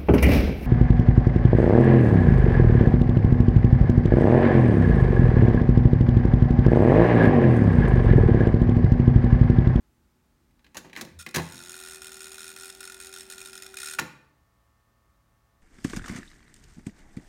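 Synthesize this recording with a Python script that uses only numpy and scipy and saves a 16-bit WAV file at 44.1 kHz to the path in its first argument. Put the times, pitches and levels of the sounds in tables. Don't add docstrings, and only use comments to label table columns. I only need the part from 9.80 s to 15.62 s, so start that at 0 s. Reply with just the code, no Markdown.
import sys
import numpy as np
from scipy import signal
from scipy.fft import rfft, irfft
from scipy.io import wavfile

SR = 44100
rng = np.random.default_rng(int(sys.argv[2]) if len(sys.argv) > 2 else 0)


def inscribe(sig):
    pcm = np.round(np.clip(np.atleast_2d(sig).T, -1, 1) * 32767)
    wavfile.write(sys.argv[1], SR, pcm.astype(np.int16))


N = 256560
T = np.arange(N) / SR

# start in seconds, then the relative levels of clack, thud and rocking in dB.
CARRIAGE_LANDINGS = [(1.5678, -22, -31.5, -32.5), (4.196, -33, -39, -47.5)]


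def from_db(db):
    return 10 ** (np.asarray(db) / 20)

def unit_level(x):
    return x / np.sqrt(np.mean(x ** 2) + 1e-20)

def at_hz(points, hz):
    known_hz, values = np.transpose(points)
    return np.interp(np.log(np.maximum(hz, 1)), np.log(known_hz), values)

def between(start, end, fade):
    return np.clip((T - start) / fade, 0, 1) * np.clip((end - T) / fade, 0, 1)

def drift(rate):
    return np.interp(T * rate, np.arange(N), rng.standard_normal(N))

def noise(spectrum):
    gains = from_db(at_hz(spectrum, np.fft.rfftfreq(N, 1 / SR)))
    return unit_level(irfft(rfft(rng.standard_normal(N)) * gains, N))

def high_pass(x, hz):
    return signal.sosfilt(signal.butter(3, hz, "high", fs=SR, output="sos"), x)

def resonate(x, resonances):
    impulse = T[:len(x)] == 0
    both, out = np.array([x, impulse]) + 1e-18, 0
    for k, (hz, width, db) in enumerate(resonances):
        r = np.exp(-np.pi * width / SR)
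        poles = [1, -2 * r * np.cos(2 * np.pi * hz / SR), r * r]
        out = out + (-1) ** k * from_db(db) * (1 - r * r) * signal.lfilter([1, 0, -1], poles, both)
    return out[0] / np.linalg.norm(out[1])

def strike(samples, levels_db, tones, scatter_db):
    out, samples = np.zeros(N), np.asarray(samples, int)
    for hz, db, t60 in tones:
        strength = from_db(levels_db + db + scatter_db * rng.standard_normal(len(samples)))
        pushes = np.zeros(N)
        pushes[samples] = strength * rng.choice([-1, 1], len(samples))
        r, w = from_db(-60 / (t60 * SR)), 2 * np.pi * hz / SR
        out += signal.lfilter([0, np.sin(w)], [1, -2 * r * np.cos(w), r * r], pushes + 1e-18)
    return out

def decays(starts, levels_db, t60s):
    power = np.zeros(N)
    for start, db, t60 in zip(starts, levels_db, t60s):
        first = int(start * SR)
        age = T[:min(SR // 2, N - first)]
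        power[first:][:len(age)] += from_db(db - 60 * age / t60) ** 2
    return np.sqrt(power)

def room_echo(x, build_up_s=0.0009):
    # frequency in Hz, ring time in seconds.
    ring_times = [(100, 0.93), (300, 0.87), (1000, 0.57), (3000, 0.54), (7000, 0.4), (15000, 0.34)]
    age, edges_hz, tail = T[:SR], np.geomspace(50, 18000, num=10), 0
    for band in zip(edges_hz, edges_hz[1:]):
        band_pass = signal.butter(2, band, "band", fs=SR, output="sos")
        hiss = signal.sosfilt(band_pass, rng.standard_normal(SR))
        t60 = at_hz(ring_times, np.sqrt(np.prod(band)))
        tail = tail + hiss * from_db(-60 * age / t60)
    tail = tail * (1 - np.exp(-age / build_up_s))
    return signal.fftconvolve(x, tail / np.linalg.norm(tail))[:N]

def room_air():
    # frequency in Hz, relative level in dB.
    air_colour = [(25, -6.5), (45, 5), (75, 0), (115, -14.5), (170, -11), (250, -14), (400, -18.5),
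                  (700, -22.5), (1200, -21), (1900, -25), (2600, -29), (6000, -32), (10500, -35),
                  (16000, -34.5)]
    return from_db(-66) * noise(air_colour)

def hum(tones, waver_db, wobble_radians):
    out = 0
    for hz, db in tones:
        tone = np.sqrt(2) * np.sin(2 * np.pi * hz * T + wobble_radians * drift(7))
        out = out + from_db(db + waver_db * drift(6.2)) * tone
    return out

def playing_drive():
    # pitch in Hz, level in dB.
    play_tones = [(242.2, -75.5), (850.6, -85.5)]
    # frequency in Hz, relative level in dB.
    rumble_colour = [(60, -4), (150, 5), (250, -4), (340, 1.5), (480, -17), (900, -24), (1500, -17),
                     (3500, -29), (8000, -27), (16000, -36)]
    humming = hum(play_tones, waver_db=1.0, wobble_radians=0.42)
    return between(-1, 1.25, 0.092) * (humming + from_db(-72) * noise(rumble_colour))

def idle_drive():
    # pitch in Hz, level in dB.
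    idle_tones = [(113.0, -75), (150.7, -83), (559.9, -86), (672.9, -84.5), (786.0, -90), (861.3, -85.5),
                  (1007, -88.5), (1120, -79.5), (1157, -93.5), (1233, -82.5), (1346, -90), (1793, -83.5),
                  (1906, -101), (2126, -92.5)]
    return between(4.2, 7, 0.15) * hum(idle_tones, waver_db=1.5, wobble_radians=0.36)

def boom(hz=83, peak_s=1.38, peak_db=-46, rise_db_per_s=250, fall_db_per_s=270):
    swell_db = peak_db - np.maximum(rise_db_per_s * (peak_s - T), fall_db_per_s * (T - peak_s))
    return np.sqrt(2) * from_db(swell_db) * np.sin(2 * np.pi * hz * T)

def motor(on_s=1.6, off_s=4.185, run_up_s=0.13, coast_s=0.4, start_hz=224.7, top_hz=383):
    # frequency in Hz, relative level in dB.
    whir_colour = [(60, 3.5), (130, -2), (230, 7.5), (450, -5), (620, -1), (830, 0.5), (1100, -7),
                   (2000, -2), (5000, -9.5), (9000, -31.5), (16000, -26)]
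    hz = top_hz - (top_hz - start_hz) * np.exp(-np.maximum(T - on_s, 0) / run_up_s)
    hz *= np.exp(-np.maximum(T - off_s, 0) / coast_s)
    db = -56 + 31 * np.log2(hz / top_hz)
    phase = 2 * np.pi * np.cumsum(hz * (1 + 0.0025 * drift(18))) / SR
    octave = from_db(-15 + 2 * drift(24.93)) * np.sin(2 * phase)
    whine = np.sqrt(2) * from_db(db + 1.2 * drift(24)) * (np.sin(phase) + octave)
    return between(on_s, off_s + 0.031, 0.037) * (whine + from_db(-59.5) * noise(whir_colour))

def key_contacts(bounce_s=0.0145):
    # start in seconds, relative levels of clack,
    # thud and click in dB, ring time in seconds, pitch of the part in Hz.
    blows = [(.9461, -46, -51, -48.5, 0.069, 1200), (.9536, -40.5, -49, -54.5, 0.12, 700),
             (.969, -34.5, -48, -33.5, 0.087, 1400), (1.0461, -45, -48, -74, .13, 800),
             (1.1635, -26, -49.5, -42.5, 0.017, 2390), (1.171, -37, -45.5, -45, 0.23, 1300),
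             (1.2113, -36, -40, -29.5, 0.054, 1900), (1.2496, -58, -47, -42.5, 0.028, 1100),
             (1.4638, -29, -45, -39, 0.046, 2150), (1.5428, -33.5, -47, -36.5, 0.034, 2500),
             (1.5463, -20.5, -34.5, -26.5, 0.065, 1600), (1.5596, -25.5, -33.5, -21, .057, 2000),
             (4.1866, -25.5, -51, -32.5, .09, 1500), (4.1914, -20, -46.5, -28.5, .03, 1400),
             (4.196, -42.5, -43, -22, 0.023, 2300)]
    # start in seconds, relative level in dB.
    touches = [(.7081, -68), (.7936, -62.5), (.8447, -51), (.8652, -52), (1.0972, -49.5), (1.1309, -40.5),
               (1.1527, -42)]
    rows = [(start, db, db - 13, db - 13, 0.06, 2340) for start, db in touches] + list(blows)
    for start, db, thud_db, _ in CARRIAGE_LANDINGS:
        for bounce in range(4):
            loss_db = 1.96 * bounce ** 2
            levels_db = (db - loss_db, thud_db - loss_db, db - loss_db - 13)
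            rows.append((start + bounce * bounce_s, *levels_db, 0.061, 900))
    return rows

def lever_clacks(contacts, focus_db_per_octave=8, snap_db=19):
    # frequency in Hz, width in Hz, relative level in dB.
    lever_resonances = [(626, 140, -7), (854, 62, 2.5), (1140, 120, -2), (1430, 170, 0), (1635, 680, 0.5),
                        (2030, 220, 5), (2380, 650, -1.5), (3120, 1100, -3), (3930, 490, -0.5)]
    out, age = np.zeros(N), T[:SR // 5]
    for start, db, _, _, t60, pitch in contacts:
        force = rng.standard_normal(len(age)) * from_db(-60 * age / t60)
        force[0] += from_db(snap_db)
        favoured = [(hz, width, level - focus_db_per_octave * abs(np.log2(hz / pitch)))
                    for hz, width, level in lever_resonances]
        out[int(start * SR):][:len(age)] += from_db(db) * resonate(force, favoured)
    return out

def keys(swell_s=0.01):
    # frequency in Hz, relative level in dB.
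    click_colour = [(2500, -7), (4000, -1), (5500, -1.5), (6700, 1), (8000, -8.5), (9400, -5), (12000, -10),
                    (16000, -11.5)]
    thud_colour = [(40, -27.5), (80, -6.5), (130, -3), (200, 7), (350, -0.5), (600, -7.5), (1000, -12.5),
                   (2000, -37.5)]
    # pitch in Hz, relative level in dB, ring time in seconds.
    frame_tones = [(134.6, -8.5, 0.84), (165, -4, 0.72), (206, -3.5, .24), (226, 0, 0.35), (328, -11, 0.21),
                   (343.8, 2.5, 0.29), (376.2, 2.5, 0.35), (410, -16.5, 0.27), (505, -4, 0.52),
                   (662, -15, 0.21), (786, 2, 0.13), (885, -14, 1), (1114, -15, .35), (1128, -10, 0.25),
                   (1270, -13, 0.13), (1360, -14.5, 0.24), (1590, -17, 0.15), (1717, -18, 0.76),
                   (1990, -10, 0.33), (2300, -19.5, .35)]
    case_tones = [(84, -0.5, 0.374), (162.8, 4, 0.38), (361, 5.5, 0.16)]
    contacts = key_contacts()
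    starts, _, thud_db, click_db, t60, _ = np.transpose(contacts)
    click = from_db(-0.5) * decays(starts, click_db, t60 * 0.85) * noise(click_colour)
    lag = np.exp(-1 / (swell_s * SR))
    swell = signal.lfilter([1 - lag], [1, -lag], decays(starts, thud_db, t60 + 0.09))
    thud = from_db(0.5) * swell * noise(thud_colour)
    ringing = from_db(-11) * strike(starts * SR, thud_db, frame_tones, scatter_db=1.0)
    landing_s, _, _, rocking_db = np.transpose(CARRIAGE_LANDINGS)
    rocking = strike(landing_s * SR, rocking_db, case_tones, scatter_db=1.5)
    hits = from_db(-4) * lever_clacks(contacts) + click + thud
    return hits + ringing + rocking + from_db(-12) * room_echo(hits)

def reel_wobble_db(turns, brushing_db=-55.5, first_knock_db=1.5, settle_db_per_s=279):
    # start and end in seconds, relative level in dB,
    # how much weaker every second knock is in dB.
    spells = [(1.61, 1.704, -49.5, 2), (1.72, 1.877, -45.5, 1), (1.891, 2.156, -43.5, 1),
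              (2.223, 2.285, -42, 4.5), (2.319, 2.376, -42.5, 5), (2.403, 2.481, -44, -0.5),
              (2.518, 2.549, -43, 1), (2.586, 2.712, -44.5, -1.5), (2.757, 2.887, -43.5, 2.5),
              (2.92, 2.965, -49.5, 8), (3.001, 3.142, -43, 10), (3.199, 3.273, -42.5, 3),
              (3.321, 3.412, -45, -2.5), (3.5, 3.53, -41, 2), (3.581, 3.696, -45.5, 4),
              (3.728, 3.775, -43.5, 5.5), (3.825, 3.816, -41, -0.5), (3.965, 4.139, -44.5, 2.5)]
    level = np.full(N, brushing_db)
    for start, end, db, weaker_db in spells:
        turn = np.floor(turns) - np.round(turns[int(start * SR)])
        spell_db = db + first_knock_db * (turn == 0) - weaker_db * (turn % 2)
        spell_db -= settle_db_per_s * np.maximum(T - end, 0)
        level = np.where(turn >= 0, np.maximum(spell_db, brushing_db), level)
    return level

def reel_rattle(taut_s=3.955, loose_contact_s=0.0037, taut_contact_s=0.007, brake_s=4.1885):
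    # time in seconds, turns per second.
    reel_speeds = [(1.62, 89.29), (1.95, 84.76), (2.2, 81.12), (2.52, 79.37), (2.85, 86.34), (3.1, 87.54),
                   (3.45, 86.64), (3.75, 86.55), (3.93, 93.03), (3.98, 61.43), (4.07, 77.12), (4.16, 79.26)]
    # start in seconds, relative level in dB, length in seconds.
    jolts = [(1.388, -45.5, .027), (1.421, -47, 0.0055), (1.486, -45.5, 0.0034), (1.508, -50.5, 0.0024),
             (2.897, -39.5, .0032), (3.038, -41, 0.0017), (3.613, -40, .003), (3.656, -40.5, 0.0027),
             (3.862, -38.5, 0.0018), (3.94, -41.5, .002)]
    # frequency in Hz, width in Hz, relative level in dB.
    shell_resonances = [(1421, 65, 6), (1893, 75, -1.5), (2120, 69, -6.5), (2484, 50, 4), (3630, 490, -2),
                        (4520, 100, -4.5), (5040, 87, -4.5), (5440, 190, 1.5), (6104, 350, -8.5),
                        (6830, 300, 0.5), (7550, 89, -14.5), (8125, 160, 0.5), (9130, 790, 2),
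                        (9490, 880, -3), (9920, 260, -5.5), (10960, 250, -7), (11770, 340, -12),
                        (12950, 1400, -13), (14600, 3300, -19.5)]
    # pitch in Hz, relative level in dB, ring time in seconds.
    shell_tones = [(1442, -4.5, 0.045), (1434, -8.5, 0.032), (1780, -10.5, 0.06), (2448, -3.5, .022),
                   (2740, -11, 0.044)]
    times, speeds = np.transpose(reel_speeds)
    speed = np.interp(T, times, speeds)
    running = (T > times[0]) & (T < times[-1])
    turns = np.cumsum(speed * running) / SR + 0.07
    age = (turns + 0.025 * drift(80)) % 1 / speed
    taut = np.clip((T - taut_s) / 0.032, 0, 1)
    uneven_db = 1.5 * rng.uniform(-1, 1, N)[turns.astype(int)]
    effort_db = reel_wobble_db(turns) + 5 * taut + uneven_db

    contact_s = loose_contact_s + taut * (taut_contact_s - loose_contact_s)
    slide = np.clip(age / 0.0011, 0, 1) * np.exp(-(age / contact_s) ** 4)
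    force = running * from_db(effort_db + 3.5) * (slide + from_db(-12))
    for start, db, length in jolts:
        force = np.maximum(force, from_db(db + 1.5) * between(start, start + length + 0.0045, 0.0025))
    grit = unit_level(rng.standard_normal(N) * from_db(2 * drift(1500)))
    grating = from_db(-0.5) * resonate(force * grit, shell_resonances)

    knocks = np.flatnonzero(np.diff(np.floor(turns - 0.2)) * running[1:])
    knock_db = (effort_db + 4.5 * taut)[knocks] - 4.5
    pings = strike(knocks, knock_db, shell_tones, scatter_db=3.5)
    jolt_s, jolt_db, jolt_length = np.transpose(jolts)
    pings += strike((jolt_s + jolt_length / 2) * SR, jolt_db - 4, shell_tones, scatter_db=4.5)
    pings += strike([brake_s * SR], -16, shell_tones, scatter_db=-2.5)

    hiss = resonate(force * rng.standard_normal(N), [(7760, 6500, 0)])
    rasp = from_db(-8) * high_pass(hiss, hz=3000)
    rattle = grating + rasp + high_pass(pings, hz=1120)
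    return rattle + from_db(-12.5) * room_echo(rattle)

def scene():
    background = playing_drive() + idle_drive() + room_air()
    return (background + keys() + reel_rattle() + motor() + boom())[None]

def record(dry):
    low_pass = signal.ellip(10, 0.1, 70, 16000, fs=SR, output="sos")
    return signal.sosfilt(low_pass, high_pass(dry, hz=46.6))


dry = scene()
out = record(dry)
inscribe(out)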